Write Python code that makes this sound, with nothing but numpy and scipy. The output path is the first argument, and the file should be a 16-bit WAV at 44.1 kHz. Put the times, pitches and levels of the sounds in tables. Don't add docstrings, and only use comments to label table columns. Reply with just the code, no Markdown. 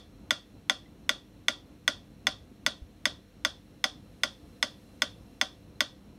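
import sys
import numpy as np
from scipy import signal
from scipy.fft import rfft, irfft, next_fast_len
from scipy.io import wavfile
from scipy.ndimage import map_coordinates

SR = 44100
rng = np.random.default_rng(int(sys.argv[2]) if len(sys.argv) > 2 else 0)


def output_pcm(signal):
    pcm = np.clip(np.atleast_2d(signal).T, -1, 1) * 32767
    wavfile.write(sys.argv[1], SR, np.round(pcm).astype(np.int16))


N = 272538

FIRST_S, BEAT_S = -0.0875, 0.39288
LIMP_S, SETTLED_S = 0.0018, 4.6
STRENGTH_DB, HARDNESS_DB, SCATTER_DB = -0.95, -2.0, -0.27
MOVE_FROM_S, MOVE_TO_S = 1.4, 2.8
# [f/Hz, t60/s, left level/dB, right level/dB]
CASE_MODES = [(550.4, 0.14, -40, -38.5), (665, 0.037, -35, -30.5), (773, 0.045, -34.5, -36.5),
              (953, 0.057, -33, -34), (1075, .06, -40, -35.5), (1149, 0.055, -31, -29),
              (1405.7, 0.046, -23, -21), (1481.4, 0.024, -20, -17), (1949, 0.018, -12.5, -12.5),
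              (2236, 0.011, -14, -15), (2870, 0.015, -19, -19), (3160, 0.036, -23.5, -24.5),
              (3448, 0.015, -9.5, -10), (3631, 0.014, -14.5, -14.5), (4447, 0.036, -27.5, -28),
              (4760, 0.048, -27, -26), (5155, .016, -40, -28), (5153, 0.036, -19.5, -19.5),
              (6260, 0.028, -19.5, -20), (7920, 0.015, -28.5, -26.5), (9410, 0.007, -24.5, -27.5),
              (12200, 0.013, -32.5, -29.5)]
# [f/Hz, first place level/dB, second place level/dB]
MIC_PLACES = [(1000, -0.5, -0.5), (2000, 0.56, -0.5), (3450, 2.5, 0), (4494, 0.5, 1), (5200, -5.5, 1.5),
              (6300, -2.5, -3.5), (7990, 1.5, -0.5), (11950, 0, 2)]
# [f/Hz, level/dB]
CRACK_COLOUR = [(300, -25), (1000, 7.5), (2500, 2), (5500, 9.5), (7000, -2.5), (10000, -2), (12500, -7),
                (14300, -8), (15700, -12.5), (17000, -16.5)]
# [f/Hz, t60/s, level/dB]
HOLLOW_MODES = [(765, 0.11, -33.5), (1028, 0.06, -29)]
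# [f/Hz, t60/s, level/dB]
TAIL_RINGS = [(1490, 0.2, -56.5), (1932, 0.33, -52), (3390, 0.24, -44.5), (3490, 0.29, -41),
              (3446, 0.16, -41), (3620, 0.1, -43.5), (6360, 0.053, -33)]
# [f/Hz, t60/s, level/dB]
BOOM_MODES = [(185, 0.054, -46), (240, .08, -35.5), (300, 0.086, -37.5), (494, 0.033, -42),
              (592, 0.1, -35.5), (640.4, 0.077, -36.5)]
# [delay t/s, level/dB]
NEAR_SURFACES = [(.0046, -16), (.0092, -19), (0.0193, -24), (.0243, -38.5)]
# [f/Hz, t60/s, level/dB]
ROOM_ANSWER = [(200, 0.6, -11), (630, 0.37, 0.5), (875, 0.35, -2), (1370, 0.18, 5.5), (2546, 0.29, -8.5),
               (2880, 0.2, 4), (3450, 0.24, 9.5), (3700, 0.24, 11), (3990, 0.26, -4), (4330, 0.26, 5),
               (6800, 0.22, -2.5), (7120, 0.23, -9), (9640, 0.22, -11.5), (15950, 0.21, -43)]
# [t/s, f/Hz, t60/s, level/dB]
SOFT_BUMPS = [(0.858, 2020, 0.051, -54), (2.515, 240, 0.049, -40), (2.818, 60, 0.083, -33.5),
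              (3.954, 161, 0.1, -40)]
RUMBLE_DB, HISS_DB = -54.5, -68.5
# [f/Hz, level/dB per Hz]
RUMBLE_COLOUR = [(18, -42), (30, -19.5), (45, -7), (80, -2.5), (125, -5.5), (200, -5), (295, -7),
                 (345, -12), (500, -18.5), (640, -20.5), (800, -24), (1400, -31.5), (1900, -60)]
# [f/Hz, level/dB per Hz]
HISS_COLOUR = [(700, -2), (1500, 3.5), (2700, 1.5), (3700, 0), (4400, -1.5), (4950, -10), (5600, -3),
               (7500, -8.5), (12000, -8.5), (14500, -13), (15700, -15.5), (16100, -44)]
# [f/Hz, level/dB per Hz]
BRIGHT_HISS_COLOUR = [(1000, 0.5), (4000, 4), (7000, -2), (11000, 0), (14000, -6.5), (16000, -14.5)]
# [f/Hz, level/dB rms]
HUM_TONES = [(50, -64), (100, -66.5), (200, -66.5), (300, -66)]
# [f/Hz, width f/Hz, level/dB rms]
WHISTLES = [(498, 66, -70.5), (688, 16, -79), (2720, 90, -84.5), (4083, 92, -80), (5470, 120, -84.5)]
SWELL_S, SWELL_HALF_S = 4.77, 0.98
RUMBLE_RISE_DB, WHISTLE_RISE_DB, BRIGHT_HISS_DB = 0.64, 4, -71
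TOP_HZ = 16100


def metronome(room_db=-7, echo_db=-22, boom_delay_s=0.008, drift_turns=0.28, fresh_db=-8):
    out = np.zeros(N)
    t = np.arange(SR // 2) / SR
    first, second = room_tail(t), room_tail(t)
    contact = noise(CRACK_COLOUR, len(t))
    for beat, s in beats():
        chance = SCATTER_DB * rng.standard_normal(2)
        strength_db, bright_db = np.array([STRENGTH_DB, HARDNESS_DB]) + chance
        strength = amp(strength_db)
        direct = strength * tick(t, s, beat % 2, bright_db, contact)
        if beat % 4 == 2:
            direct = direct + strength * ring(HOLLOW_MODES, t, attack=0.003, scatter_db=0.5)
        add(out, s, direct)
        for delay, surface_db in NEAR_SURFACES:
            add(out, s + delay, amp(surface_db) * direct)
        turn = 2 * np.pi * drift_turns * s * SR / N
        tail = np.cos(turn) * first + np.sin(turn) * second + amp(fresh_db) * room_tail(t)
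        tail = tail / np.linalg.norm(tail)
        add(out, s, amp(strength_db + room_db) * tail)
        add(out, s, amp(echo_db) * signal.fftconvolve(direct, tail))
        add(out, s, strength * ring(TAIL_RINGS, t, attack=0.0022, scatter_db=0.1))
        boom = ring(BOOM_MODES, t, attack=0.0013, scatter_db=0.0)
        add(out, s + boom_delay_s, strength * boom)
    return out


def beats():
    beat = np.arange(int((N / SR - FIRST_S) / BEAT_S) + 1)
    even = FIRST_S + beat * BEAT_S
    limp = LIMP_S * np.clip(1 - even / SETTLED_S, 0, 1)
    return enumerate(even - (-1) ** beat * limp)


def tick(t, s, swing, bright_db, contact, rattle_db=-26, rattle_t60=0.054, rattle_hz=8500,
         snap_db=-16, snap_t60=0.0048, split_hz=2800, fresh_db=-7):
    modes = []
    for hz, t60, *sides in CASE_MODES:
        level_db = sides[swing] + bright_db * (hz > split_hz) + place_db(hz, s)
        modes.append((hz, t60, level_db))
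    body = ring(modes, t, attack=0.0003, scatter_db=1.0)
    grit = unit(contact + amp(fresh_db) * noise(CRACK_COLOUR, len(t)))
    snap = amp(snap_db) * grit * fade(t, snap_t60)
    dull_grit = filtered(grit, lambda hz: 1 / np.sqrt(1 + (hz / rattle_hz) ** 4))
    rattle = amp(rattle_db) * dull_grit * fade(t, rattle_t60)
    return body + amp(bright_db) * (snap + rattle)


def place_db(hz, s):
    moved = np.interp(s, [MOVE_FROM_S, MOVE_TO_S], [0, 1])
    points = [(f, first + moved * (second - first)) for f, first, second in MIC_PLACES]
    return along(points, hz)


def room_tail(t, build_up=0.0013):
    hz, when, z = signal.stft(rng.standard_normal(len(t)), SR, nperseg=256)
    table = np.array(ROOM_ANSWER)
    colour = amp(along(table[:, [0, 2]], hz))[:, None]
    decay = fade(when, along(table[:, :2], hz)[:, None])
    tail = signal.istft(z * colour * decay, SR, nperseg=256)[1][:len(t)]
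    tail = tail * (1 - np.exp(-(t / build_up) ** 2))
    return tail / np.linalg.norm(tail)


def bump(overtone_db=-5, overtone_ratio=1.6, overtone_life=0.55):
    out = np.zeros(N)
    t = np.arange(SR // 2) / SR
    for s, hz, t60, db in SOFT_BUMPS:
        overtone = (overtone_ratio * hz, overtone_life * t60, db + overtone_db)
        add(out, s, ring([(hz, t60, db), overtone], t, attack=0.0013, scatter_db=1.5))
    return out


def background():
    swell = np.exp(-((np.arange(N) / SR - SWELL_S) / SWELL_HALF_S) ** 2)
    return rumble(swell) + hiss(swell) + hum() + whistles(swell)


def rumble(swell, sway_db=2.0):
    level_db = RUMBLE_DB + RUMBLE_RISE_DB * swell + sway_db * wobble(11)
    return amp(level_db) * noise(RUMBLE_COLOUR, N)


def hiss(swell):
    steady = amp(HISS_DB) * noise(HISS_COLOUR, N)
    return steady + amp(BRIGHT_HISS_DB) * swell * noise(BRIGHT_HISS_COLOUR, N)


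def hum(sway_db=-0.3, phase_sway_rad=0.84):
    t = np.arange(N) / SR
    out = np.zeros(N)
    for hz, db in HUM_TONES:
        level = np.sqrt(2) * amp(db + sway_db * wobble(2.7))
        out += level * np.sin(2 * np.pi * hz * t + phase_sway_rad * wobble(1.83))
    return out


def whistles(swell):
    out = np.zeros(N)
    for hz, width, db in WHISTLES:
        band = filtered(rng.standard_normal(N), lambda f: 1 / (1 + ((f - hz) / width) ** 2) ** 2)
        out += amp(db) * unit(band)
    return amp(WHISTLE_RISE_DB * swell) * out


def ring(modes, t, attack, scatter_db):
    chance = scatter_db * rng.standard_normal(len(modes))
    out = np.zeros(len(t))
    for k, (hz, t60, db) in enumerate(modes):
        level = (-1) ** k * amp(db + chance[k])
        out += level * fade(t, t60) * np.sin(2 * np.pi * hz * t)
    return out * (1 - np.exp(-t / attack))


def fade(t, t60):
    return np.exp(-np.log(1000) * t / t60)


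def noise(spectrum, size):
    return unit(filtered(rng.standard_normal(size), lambda hz: amp(along(spectrum, hz))))


def wobble(rate):
    knots = rng.standard_normal(int(N * rate / SR) + 4)
    return map_coordinates(knots, [np.arange(N) * rate / SR])


def filtered(x, response):
    size = next_fast_len(len(x) + 8192)
    hz = np.fft.rfftfreq(size, 1 / SR)
    return irfft(rfft(x, size) * response(hz), size)[:len(x)]


def along(points, hz):
    f, v = np.transpose(points)
    return np.interp(np.log(hz + 1), np.log(f + 1), v)


def add(track, s, sound):
    start = round(s * SR)
    part = sound[max(-start, 0):max(len(track) - start, 0)]
    track[max(start, 0):][:len(part)] += part


def amp(db):
    return 10 ** (np.asarray(db) / 20)


def unit(x):
    return x / np.sqrt(np.mean(x ** 2) + 1e-20)


def scene():
    return (metronome() + bump() + background())[None]


def record(dry):
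    band_limit = signal.ellip(10, 0.1, 90, TOP_HZ, fs=SR, output="sos")
    return signal.sosfilt(band_limit, dry)


dry = scene()
out = record(dry)
output_pcm(out)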